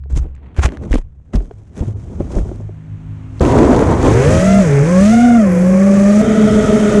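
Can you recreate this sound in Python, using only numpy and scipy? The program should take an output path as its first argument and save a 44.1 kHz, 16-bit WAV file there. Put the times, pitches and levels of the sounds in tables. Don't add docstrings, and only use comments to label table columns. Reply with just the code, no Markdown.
import sys
import numpy as np
from scipy import signal
from scipy.fft import rfft, irfft
from scipy.io import wavfile
from scipy.ndimage import uniform_filter1d, map_coordinates

SR = 44100
rng = np.random.default_rng(int(sys.argv[2]) if len(sys.argv) > 2 else 0)


def transcribe(signal):
    frames = np.atleast_2d(signal).T
    limited = np.clip(frames, -1, 1)
    pcm = np.round(limited * 32767).astype(np.int16)
    wavfile.write(sys.argv[1], SR, pcm)


def how_loud(loudness_db):
    steps = np.asarray(loudness_db, float) / 20
    return 10 ** steps


N = 308700
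CHOPPING_S, CRUISE_S = 3.408, 6.215
USUAL_HZ = 190


def curves(rows):
    s, *cols = np.transpose(rows)
    t = np.arange(N) / SR
    gate = np.clip(np.minimum(t - s[0], s[-1] - t) / .0005 + 2.5, 0, 1)
    return [gate] + [np.interp(t, s, c) for c in cols]


def span(start_s, end_s):
    return curves([(start_s, 0), (end_s, end_s - start_s)])


def humps(rows, rise=1):
    t = np.arange(N) / SR
    s, db, fall_s = np.transpose(rows)[..., None]
    fall_s = np.maximum(fall_s, .01)
    coarse = t[::32]
    hold = 0.19
    away = np.maximum((coarse - s) / fall_s - hold, (s - coarse) / (rise * fall_s))
    power = np.sum(how_loud(db - 20 * np.maximum(away, 0)) ** 2, axis=0)
    return np.interp(t, coarse, np.sqrt(power))


def wobble(rate_hz, size=N):
    knots = rng.standard_normal(int(size * rate_hz / SR) + 4)
    return map_coordinates(knots, [np.arange(size) * rate_hz / SR])


def rush(spectrum, band_hz, gain=1):
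    f, db = np.transpose(spectrum)
    hz = np.fft.rfftfreq(N, 1 / SR)
    colour = how_loud(np.interp(np.log(hz + 1), np.log(f), db, -120, -120))
    z = rfft(gain * rng.standard_normal(N)) * colour
    inside = np.sum(abs(z[(hz > band_hz[0]) & (hz < band_hz[1])]) ** 2) * 2
    return irfft(z, N) * N / np.sqrt(inside)


def tone(gate, hz, rough, smear_hz, lead_turns=None):
    out, live = np.zeros(N), gate > 0
    start_turns = rng.random() if lead_turns is None else lead_turns
    turn = np.exp(2j * np.pi * (np.cumsum(hz[live]) / SR + start_turns))
    rough = np.clip(rough + 0 * hz, 0, 1)[live]
    flutter = wobble(smear_hz, size=live.sum()) + 1j * wobble(smear_hz, size=live.sum())
    out[live] = np.real(turn * (np.sqrt(2 - 2 * rough) + np.sqrt(rough) * flutter))
    return gate * out


# start_s, shaft_hz, shake_db
NEAR = [(4.08, 99.9, -9), (4.22, 134, -14.5), (4.415, 177, -15.5), (4.44, 188.6, -11.5), (4.6, 198.2, -6.5),
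        (4.65, 170.6, -13.5), (4.71, 142, -11), (4.8, 139, -8.5), (4.9, 177.2, -13.5), (4.99, 189.5, -6.5),
        (5.13, 225, -7), (5.25, 243.2, -7), (5.37, 232.7, -5.5), (5.5, 180.7, -11.5), (5.58, 179.9, -10.5),
        (5.86, 199.6, -7.5), (6.06, 201.4, -7.5), (6.214, 213.5, -6)]
# start_s, blade_hz, level_db
LEAD = [(4.86, 480, -24), (4.91, 527, -17), (4.98, 553, -15), (5.06, 617, -18), (5.14, 720, -18),
        (5.22, 712, -20), (5.28, 699, -23), (5.36, 700, -23), (5.42, 619.7, -18), (5.47, 522.3, -20.5),
        (5.58, 504, -20.5), (5.67, 542.5, -20), (5.76, 546.6, -19), (5.85, 576.7, -20), (6.0, 581, -18.5),
        (6.08, 604.2, -17), (6.14, 608.7, -19.5), (6.214, 637, -20.5)]
# start_s, blade_hz, level_db
LEVELLER = [
    (4.07, 398, -18.5),
    (4.2, 485, -17),
    (4.28, 600, -21),
    (4.34, 631, -20),
    (4.42, 640, -20),
    (4.5, 685, -19),
    (4.589, 687, -20),
    (4.68, 562, -32),
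    (4.87, 558, -29),
]
# start_s, blade_hz, level_db
SHIELDED = [
    (4.1, 346.5, -20),
    (4.22, 408, -13),
    (4.3, 515.4, -17.5),
    (4.42, 569.4, -19.5),
    (4.47, 625, -19),
    (4.6, 628, -18.5),
    (4.69, 418.4, -20),
    (4.83, 424, -13.5),
    (4.87, 461.6, -22),
]
# start_s, blade_hz, level_db
TRAILER = [
    (4.95, 480, -39),
    (5.18, 617.6, -38),
    (5.33, 642, -34),
    (5.4, 583.6, -37),
    (5.52, 440, -38),
    (5.72, 461, -36),
    (5.96, 516.6, -37),
    (6.214, 563.3, -30.5),
]
# multiple, level_db, turbulent_share
HOVER_ORDERS = [(1, 0, .08), (2, -12.5, .58), (3, -19.5, .7), (4, -29, .8), (5, -35, .92)]
# blade_hz, drift_hz_per_s, level_db, overtone_lift_db
CRUISE_BLADES = [
    (654, 10, -30, 1),
    (647, -16, -26, -1.5),
    (617.4, -12.5, -27, -3),
    (715, 12, -43.5, 13.5),
]
# multiple, level_db, turbulent_share
CRUISE_ORDERS = [(1, 1.5, 0.31), (2, -5.5, 0.9), (3, -14, 0.36), (4, -22.5, .9), (5, -16, 0.93),
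                 (6, -28, 0.31)]


def blades():
    t = np.arange(N) / SR
    near_hz = curves(NEAR)[1]
    muffle_db, edge_db = -5, 1.2
    lead_tilt_db = -2 * (t > 5.5)
    lead_turbulence = np.interp(t, (5.36, 5.5), (.5, 1.15))
    partner_gate = span(5.1, CRUISE_S)[0]
    partner = partner_gate, 3.045 * near_hz, -31 + 0.2 * (near_hz - USUAL_HZ)
    hover = [(curves(LEAD), lead_tilt_db, lead_turbulence),
             (curves(LEVELLER), edge_db, .3),
             (curves(SHIELDED), muffle_db, 1),
             (curves(TRAILER), muffle_db, 1),
             (partner, 0, 1)]
    out = np.zeros(N)
    for (gate, hz, db), tilt_db, turbulence in hover:
        tilt_db = tilt_db + .011 * (hz - 3 * USUAL_HZ)
        for k, level_db, rough in HOVER_ORDERS:
            line = tone(gate, k * hz, turbulence * rough, smear_hz=45 * k)
            out += how_loud(db + level_db + (k - 1) * tilt_db) * line

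    gate, since_s = span(CRUISE_S, N / SR)
    for hz, drift, db, lift_db in CRUISE_BLADES:
        hz = hz + drift * since_s + 4 * wobble(5)
        db = db + 2.5 * wobble(6)
        for k, level_db, rough in CRUISE_ORDERS:
            line = tone(gate, k * hz, rough, smear_hz=55 * k)
            out += how_loud(db + level_db + lift_db * (k > 1)) * line
    return out


# shaft_hz, drift_hz_per_s, level_db, fade_db_per_s, lead_turns
CRUISE_SHAFTS = [
    (219, -10, -13, -2, .315),
    (211.6, -10, -14, -1, 0),
]
# line_hz, drift_hz_per_s, level_db, fade_db_per_s
CRUISE_OCTAVES = [
    (442.3, -29, -18.5, 3),
    (412, -13.5, -26.5, 9),
]


def shafts():
    gate, near_hz, near_db = curves(NEAR)
    near_twice_db = -28 - 0.0363 * (near_hz - USUAL_HZ)
    lines = [(gate, near_hz, near_db, near_twice_db, .02)]
    gate, hz, db = curves(LEVELLER[2:-2])
    lines.append((gate, hz / 3, db - 4.5, db - 10, .02))
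    gate, hz = curves([(CHOPPING_S, 68), (NEAR[0][0], 68)])
    lines.append((gate, hz + 5 * wobble(8), -20, -24, .8))
    out = np.zeros(N)
    for gate, hz, once_db, twice_db, shaken in lines:
        out += how_loud(once_db) * tone(gate, hz, shaken, smear_hz=70)
        out += how_loud(twice_db) * tone(gate, 2 * hz, 0.14 + 0.29 * shaken, smear_hz=30.7)

    faint = [(5.45, .655 * curves(LEAD)[1], -31.5), (5.55, 4 * near_hz, -41)]
    for start_s, hz, db in faint:
        out += how_loud(db) * tone(span(start_s, CRUISE_S)[0], hz, rough=0.18, smear_hz=29.6)

    gate, since_s = span(CRUISE_S, N / SR)
    shaken = .36
    for hz, drift, db, fade, lead_turns in CRUISE_SHAFTS:
        out += how_loud(db + fade * since_s) * tone(gate, hz + drift * since_s, shaken, 69.9, lead_turns)
    for hz, drift, db, fade in CRUISE_OCTAVES:
        out += how_loud(db + fade * since_s) * tone(gate, hz + drift * since_s, shaken / 2, 40.2)
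    return out


# start_s, length_s, from_hz, to_hz, level_db
STRAINS = [
    (3.44, .07, 205, 247, -16),
    (3.49, .12, 400, 370, -18),
    (3.6, .08, 350, 240, -13.5),
    (3.47, 0.132, 930, 1060, -26),
    (3.52, 0.067, 980, 800, -23),
    (3.75, 0.063, 820, 940, -24),
    (3.4, .06, 190, 270, -16),
    (3.89, 0.067, 930, 900, -27),
    (4.05, 0.065, 1000, 1090, -25),
]


def strains():
    out = np.zeros(N)
    for s, length_s, from_hz, to_hz, db in STRAINS:
        gate, hz, part = curves([(s, from_hz, 0), (s + length_s, to_hz, 1)])
        swell = np.sqrt(abs(np.sin(np.pi * part)))
        out += how_loud(db) * swell * tone(gate, hz, rough=.25, smear_hz=40)
    return out


# start_s, blade_loading_db, thrown_back_db (by ground or headwind)
AIR = [(3.408, -39, -14.5), (3.49, -37.5, -16), (3.62, -39, -17), (3.75, -40, -19), (3.98, -41, -19.5),
       (4.07, -34.5, -17), (4.17, -34.5, -25.5), (4.35, -30.5, -22.5), (4.55, -32.5, -35),
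       (4.82, -38.5, -30.5), (5.05, -31, -33), (5.21, -35, -41.5), (5.49, -42, -35), (6.214, -34, -33),
       (6.216, -38.5, -31.5), (6.66, -34.5, -27.5), (7, -35, -27.5)]
# start_s, level_db, fall_20db_s
BLASTS = [
    (4.3, -20.5, 0.43),
    (5.1, -30, 0.5),
]
HEADWIND = [
    (6.4, -22, 0.99),
]
# freq_hz, level_db_per_hz
BUFFET = [(18, -27), (30, -8), (70, -2.5), (130, -1), (250, -14), (500, -21.5)]
HEADWIND_COLOUR = [(110, -21), (150, 3.5), (210, -5), (290, 0), (360, -12), (450, -25)]
ROAR = [(70, -25), (150, -16), (240, 2), (330, 1), (500, -3), (900, -13), (1400, -21), (2600, -42.5)]
THRASH = [(500, -17), (800, 0), (1000, 5), (1300, -13.5), (2000, -10), (2600, -35)]
TIPS = [(500, 8), (800, -4), (1030, -11), (1300, -3), (1900, -3.5), (2450, -7), (2800, -19), (3500, -22)]
WAKE = [(1500, -22), (2600, 3), (3600, 0), (4600, -4), (5500, -22)]
HISS = [(3500, -24), (4800, -7), (6300, 0.5), (8000, -4.5), (10200, -13), (12000, -27), (13500, -27),
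        (15000, -50)]


def downwash():
    gate, load_db, back_db = curves(AIR)
    near_hz = curves(NEAR)[1]
    extra_db = load_db + 36
    in_grass = np.clip((4.2 - np.arange(N) / SR) / 0.18, 0, 1)
    in_air = 1 - in_grass
    throb = in_air * np.cos(2 * np.pi * np.cumsum(near_hz) / SR)
    gust = 0.31 * wobble(9) + 0.9 * in_grass * wobble(28)
    chop = 5.5 * in_grass * np.clip(wobble(350) - .9, 0, 1.2)
    lulls = how_loud(1.5 * wobble(12))

    buffet_db = -25.5 + 0.58 * (back_db + 26)
    tip_db = -33.5 + 0.4 * extra_db - 3 * in_grass - 0.0638 * in_air * (near_hz - USUAL_HZ)
    wake_db = -44.5 + 1.7 * extra_db + 8.7 * in_grass

    roar = how_loud(back_db) * rush(ROAR, (255, 330), how_loud(2.9 * gust + 1.4 * wobble(60)))
    thrash = how_loud(-27.5) * in_grass * rush(THRASH, (700, 1500), how_loud(chop + 2.7 * wobble(68)))
    wind = rush(HEADWIND_COLOUR, (120, 400), how_loud(2.5 * wobble(30)))
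    wind = span(CRUISE_S, N / SR)[0] * humps(HEADWIND) * wind
    buffet = np.hypot(how_loud(buffet_db), humps(BLASTS)) * rush(BUFFET, (25, 90), lulls)
    tip_gain = how_loud(chop + 0.43 * gust + 0.41 * wobble(150))
    tips = how_loud(tip_db) * rush(TIPS, (1550, 2500), tip_gain)
    wake_gain = how_loud(chop + 1.5 * gust + 2.05 * wobble(150))
    wake = how_loud(wake_db) * rush(WAKE, (2800, 4600), wake_gain)
    hiss_gain = how_loud(chop + 0.67 * gust + 0.95 * wobble(150) + 1.25 * throb)
    hiss = how_loud(load_db) * rush(HISS, (5000, 10000), hiss_gain)
    return gate * (roar + thrash + wind + buffet + tips + wake + hiss)


# start_s, scrape_db, rustle_db, crackle_db, fall_20db_s
SWEEPS = [(0.171, -29, -36, -37.5, 0.0256), (.212, -38, -56, -65, 0.07), (0.249, -33, -56, -81, 0.05),
          (0.48, -45, -59, -93, 0.37), (0.589, -22, -36, -50, 0.0326), (0.637, -26, -22.5, -32, 0.0286),
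          (0.655, -14, -22.5, -32, 0.0172), (0.725, -26.5, -48, -61.5, 0.08), (.45, -41.5, -57.5, -85, 0.1),
          (0.745, -37, -54, -75, 0.2), (.83, -26, -53, -58.5, 0.07), (0.858, -28, -63, -72, 0.08),
          (0.921, -34, -38, -44, 0.0331), (0.942, -25, -31, -39, 0.0152), (.975, -31, -44.5, -51, 0.0343),
          (1.353, -30, -47, -44, 0.003), (1.41, -35.5, -70.5, -67, 0.14), (1.51, -47, -72, -72.5, 0.56),
          (1.83, -25, -62, -76, 0.02), (1.88, -29, -59, -58, 0.02), (2.0, -41.5, -64, -64.5, 0.25),
          (2.12, -29, -65, -64, .08), (2.32, -24.5, -46, -48, 0.0453), (2.21, -29, -54, -59, 0.28),
          (2.366, -17, -45, -47, 0.0739), (2.46, -30.5, -60, -59, 0.22), (2.6, -31, -68, -71.5, 0.04),
          (3.405, -47, -54, -57, 0.12)]
# start_s, scrape_db, rustle_db, crackle_db, fall_20db_s
LANDINGS = [
    (0.102, -34, -53, -58, 0.056),
    (0.568, -43, -46, -55, 0.078),
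    (1.337, -20, -37.5, -47, 0.049),
    (1.765, -29, -49, -54.5, 0.19),
    (2.203, -20, -57, -67, 0.024),
]
# start_s, level_db, fall_20db_s
ROCKS = [
    (0.14, -43, 1),
    (0.82, -29, .25),
    (2.2, -26.5, .5),
    (2.46, -20, 0),
    (3.4, -31, 1),
]
STILL_DB = [-61.5, -75, -92]
FANNED_DB = [-46, -52, -68.5]
# freq_hz, level_db_per_hz
RUMBLE = [(15, -8), (30, -10), (70, 3), (130, -6), (300, -25.5)]
SCRAPE = [(80, 1), (170, 6.5), (400, -2), (700, -12.5), (1500, -30)]
RUSTLE = [(300, -15), (600, 4.5), (1000, 4.5), (1500, 0.5), (2400, -3), (3200, -9.5), (4500, -20),
          (6000, -52)]
SPLINTER = [(3000, -1), (4500, -7), (6300, 1.5), (8000, -3), (10200, -11.5), (12000, -26), (13600, -33),
            (15200, -52.5)]


def tumble():
    t = np.arange(N) / SR
    layers = []
    for k in range(3):
        sweeps = humps([(row[0], row[k + 1], row[-1]) for row in SWEEPS], rise=0.73)
        landings = humps([(row[0], row[k + 1], row[-1]) for row in LANDINGS], rise=0.14)
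        floor = how_loud(np.interp(t, (1.17, 3.15), [STILL_DB[k], FANNED_DB[k]]))
        layers.append(sweeps + landings + floor)
    scrape, rustle, crackle = layers
    moving = np.clip((2.75 - t) / 1.0, .1, 1)
    clumps = how_loud(moving * (1.95 * wobble(130) + 2.5 * wobble(400)))
    lumps = how_loud(2.5 * moving * wobble(40))
    low = np.hypot(humps(ROCKS), how_loud(-42)) * rush(RUMBLE, (20, 120))
    low += how_loud(-5.0) * scrape * rush(SCRAPE, (200, 600), lumps)
    high = how_loud(-1.0) * rustle * rush(RUSTLE, (800, 3000), clumps)
    high += crackle * rush(SPLINTER, (4500, 10000), clumps)
    balance = how_loud(-9 * np.exp(-((t - 1.948) / .018) ** 2))
    return (t < CHOPPING_S) * (low + balance * high)


# start_s, peak_db, wobble_hz, t60_s
JOLTS = [(0.114, -18, 64, 0.2), (0.13, -9, 63, .13), (0.157, -11, 42.7, 0.37), (0.163, -13, 135, 0.074),
         (0.199, -9, 58, 0.15), (0.585, -3.5, 76.4, 0.14), (0.647, -2.5, 66.7, 0.12),
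         (0.908, -7, 51.3, 0.31), (0.939, -1.5, 38.3, 0.11), (0.962, -9, 30, 0.1),
         (1.349, -6.5, 57.8, 0.16), (1.371, -8.5, 52, 0.22), (1.808, -7, 70.0, 0.063),
         (1.87, -16, 114, 0.36), (2.205, -20, 106, 0.19), (2.361, -9, 40, 0.29), (2.408, -7, 45, 0.1),
         (3.41, -8, 72, .2), (2.43, -19.5, 75, 0.46)]


def jolts():
    out, t = np.zeros(N + SR), np.arange(SR // 2) / SR
    for s, db, hz, t60_s in JOLTS:
        swing = np.sin(2 * np.pi * hz * t * (1 - 1.7 * t))
        decay = how_loud(db + 4.5 - 60 * t / t60_s)
        out[round(s * SR):][:len(t)] += decay * (1 - np.exp(-t / 0.0021)) * swing
    return out[:N]


# start_s, peak_db, ring_hz
KNOCKS = [(0.057, -31.5, 420), (0.174, -15, 290), (0.246, -32, 382), (0.437, -32.5, 320),
          (0.589, -9.5, 378), (0.652, -11, 358), (0.682, -14, 359), (0.723, -17, 357), (0.814, -18, 315),
          (0.91, -9.5, 290), (0.939, 1.5, 280), (0.955, 1.5, 269), (0.985, -15.5, 320), (1.336, -12.5, 310),
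          (1.407, -18, 392), (1.51, -18, 420), (1.763, -28, 340), (1.805, -13, 276), (1.823, -16, 336),
          (2.099, -24, 383), (2.206, -4.5, 348), (2.304, -20.5, 573), (2.368, -5.5, 350), (2.386, -6, 314),
          (2.456, -19, 417), (2.491, -19, 425), (2.515, -12, 352), (2.603, -19.5, 358), (2.692, -19, 375)]


def knocks():
    out, t = np.zeros(N + SR), np.arange(SR // 10) / SR
    for s, db, hz in KNOCKS:
        ring = how_loud(-60 * t / 0.027) * np.sin(2 * np.pi * hz * t)
        ring += how_loud(-6.5 - 60 * t / 0.023) * np.sin(2 * np.pi * 1.6 * hz * t)
        out[round(s * SR):][:len(t)] += how_loud(db) * ring * (1 - np.exp(-t / 0.0011))
    return out[:N]


# start_s, peak_db, ring_hz
SNAPS = [(0.107, -43, 1420), (0.1653, -28, 2120), (0.1755, -29, 2610), (0.1904, -31, 1380),
         (0.3499, -44, 2400), (0.3641, -42, 1870), (0.3788, -53, 1870), (0.5653, -27, 1570),
         (0.57, -37, 1700), (0.5821, -25, 1700), (0.5872, -28, 2380), (0.5934, -15, 1450),
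         (0.5979, -28, 1610), (0.6153, -33, 1890), (0.6268, -26, 2800), (0.6314, -23, 2800),
         (0.636, -10, 1590), (0.6403, -11, 1610), (0.6521, -17, 2390), (0.6551, -18, 2470),
         (0.6592, -19, 2560), (0.6822, -33.5, 2610), (0.6897, -23, 1960), (0.6997, -36, 1550),
         (0.7216, -31, 1460), (0.7715, -24, 1580), (0.8359, -32, 1410), (0.8391, -34, 1460),
         (0.9131, -35, 2070), (0.9298, -12, 1900), (0.9389, -18.5, 2450), (0.9432, -23, 2540),
         (0.9572, -11, 1030), (0.9682, -31, 2650), (0.9838, -43, 2800), (0.9873, -34, 1290),
         (1.0195, -46, 1700), (1.3354, -31, 1006), (1.3395, -27, 1530), (1.3439, -25, 1700),
         (1.3608, -38, 2710), (1.3714, -31, 1140), (1.4045, -35, 1590), (1.4536, -43, 1660),
         (1.5115, -35, 1390), (1.7652, -38, 1010), (1.7932, -31, 1460), (1.8068, -35, 2820),
         (1.8552, -41, 2020), (2.2079, -43, 1010), (2.3189, -39, 1720), (2.3432, -33, 1700),
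         (2.3533, -38, 2800), (2.3777, -32, 1010), (2.3862, -27, 1490)]
# start_s, peak_db, ring_hz
CRACKS = [(0.1102, -45, 7970), (0.126, -36, 7450), (0.1541, -39, 2820), (0.162, -29.5, 6400),
          (0.1656, -33, 5100), (0.1694, -27, 6680), (0.1765, -31, 5280), (0.1855, -36, 8000),
          (0.1981, -41, 5880), (0.2108, -49, 2820), (0.353, -48, 7300), (0.5458, -48, 3210),
          (0.5651, -45.5, 6980), (0.584, -34, 4930), (0.5884, -31, 2820), (0.5902, -34.5, 4670),
          (0.5984, -42, 3600), (0.6077, -39, 6700), (0.6197, -35, 6610), (0.628, -28, 3270),
          (0.6374, -18, 6300), (0.6542, -17, 6760), (0.658, -20.5, 6890), (0.6712, -34.5, 4950),
          (0.688, -35, 2820), (0.7202, -45.5, 4240), (0.7713, -38, 5400), (0.9089, -42, 3810),
          (0.9184, -32, 3170), (0.931, -27, 2820), (0.9431, -17, 2820), (0.954, -24, 3270),
          (0.9699, -30, 3190), (0.9829, -34, 3170), (0.9864, -37, 5660), (1.342, -38, 6630),
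          (1.3565, -23, 5460), (1.361, -26.5, 4840), (1.778, -30, 6070), (1.7906, -40, 6400),
          (1.7946, -38, 6120), (1.805, -40, 3080), (2.247, -44, 6290), (2.3189, -48, 5530),
          (2.3542, -32, 6930), (2.4504, -45, 7520), (2.5589, -40, 8230), (2.6114, -48, 6500),
          (3.3857, -46, 4390), (3.3967, -27.5, 4350)]
# start_s, end_s, peak_db
TICKING = [
    (.35, 0.38, -47),
    (0.038, .045, -40.5),
    (2.492, 2.5, -35.5),
    (1.262, 1.32, -56),
]


def snaps():
    out, t = np.zeros(N + SR), np.arange(SR // 40) / SR
    rows = list(SNAPS)
    for start_s, end_s, db in TICKING:
        rows += [(s, db, 1500) for s in np.arange(start_s, end_s, 1 / 69.5)]
    for s, db, hz in rows:
        noise = rng.standard_normal(len(t))
        push = how_loud(-60 * t / 0.0045) * np.sin(2 * np.pi * hz * t)
        dull = uniform_filter1d(uniform_filter1d(noise, size=4), size=5)
        spit = how_loud(-9 - 60 * t / 0.015) * dull * (1 - np.exp(-t / .0002))
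        out[round(s * SR):][:len(t)] += how_loud(db + 3.0) * (push + spit)
    for s, db, hz in CRACKS:
        noise = rng.standard_normal(len(t))
        bright = uniform_filter1d(uniform_filter1d(noise, size=2), size=3)
        ring = np.sin(2 * np.pi * hz * t) + how_loud(2.0) * bright
        decay = how_loud(db + 4.0 - 60 * t / 0.0034)
        out[round(s * SR):][:len(t)] += decay * ring * (1 - np.exp(-t / 0.00014))
    return signal.sosfilt(signal.butter(3, 11500, fs=SR, output='sos'), out[:N])


# shaft_hz, start_s, end_s
IDLE = [
    (68.2, 0, 1.2),
    (52, 1.54, 5),
    (52, 2.5, 12),
    (52, 2.5, 12),
]
# multiple, level_db
IDLE_ORDERS = [
    [(1, 7), (2, -11)],
    [(1, -7.5), (2, 4.5)],
    [(3, 2.5), (4, -11)],
    [(5, -5.5), (6, -16), (7, -23)],
]
# start_s, level_db, fall_20db_s
SURGES = [
    [(0, -32, 0.56), (1.33, -41.5, 0.43)],
    [(1.4, -34.5, 0.32), (1.9, -26, 0.13), (2.6, -30.5, 0.25), (2.92, -29, 0.091), (3.08, -32.5, 0.17),
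     (3.4, -33, 0.39)],
    [(2.72, -40.5, 0.4), (2.97, -35, 0.53)],
    [(2.95, -39.5, 0.53), (3.25, -33.5, 0.53)],
]


def idling():
    out = np.zeros(N)
    for (hz, start_s, end_s), surges, orders in zip(IDLE, SURGES, IDLE_ORDERS):
        gate, speed_hz = curves([(start_s, hz), (end_s, hz)])
        hum = sum(how_loud(db) * tone(gate, k * speed_hz, rough=0.11, smear_hz=13.27) for k, db in orders)
        out += humps(surges) * hum
    return out


# start_s, level_db, fall_20db_s
CHATTER = [
    (5.52, -50, 0.5),
]
# freq_hz, level_db_per_hz
BEARING = [(8000, -33), (9300, -4), (10000, 0), (11000, -6), (13500, -18), (15000, -33)]


def bearing():
    turn = np.cos(2 * np.pi * np.cumsum(curves(LEAD)[1] / 3) / SR)
    out = humps(CHATTER, rise=0.5) * rush(BEARING, (8000, 15000), np.maximum(turn, 0) ** 3)
    out[round(CRUISE_S * SR)] += how_loud(-20)
    return out


def scene():
    opening = np.clip(np.arange(N) / SR / .003, .1, 1)
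    flight = blades() + shafts() + strains() + downwash()
    crash = tumble() + jolts() + knocks() + snaps()
    return (opening * (flight + crash + idling() + bearing()))[None]


def roll_off(x):
    return signal.sosfilt(signal.butter(12, 15370, fs=SR, output="sos"), x)


def record(dry):
    top, hardness = .97, 5.5
    dry = signal.sosfilt(signal.butter(1, 8, 'high', fs=SR, output='sos'), dry)
    mix = dry / (1 + abs(dry / top) ** hardness) ** (1 / hardness)
    return roll_off(mix)


dry = scene()
out = record(dry)
transcribe(out)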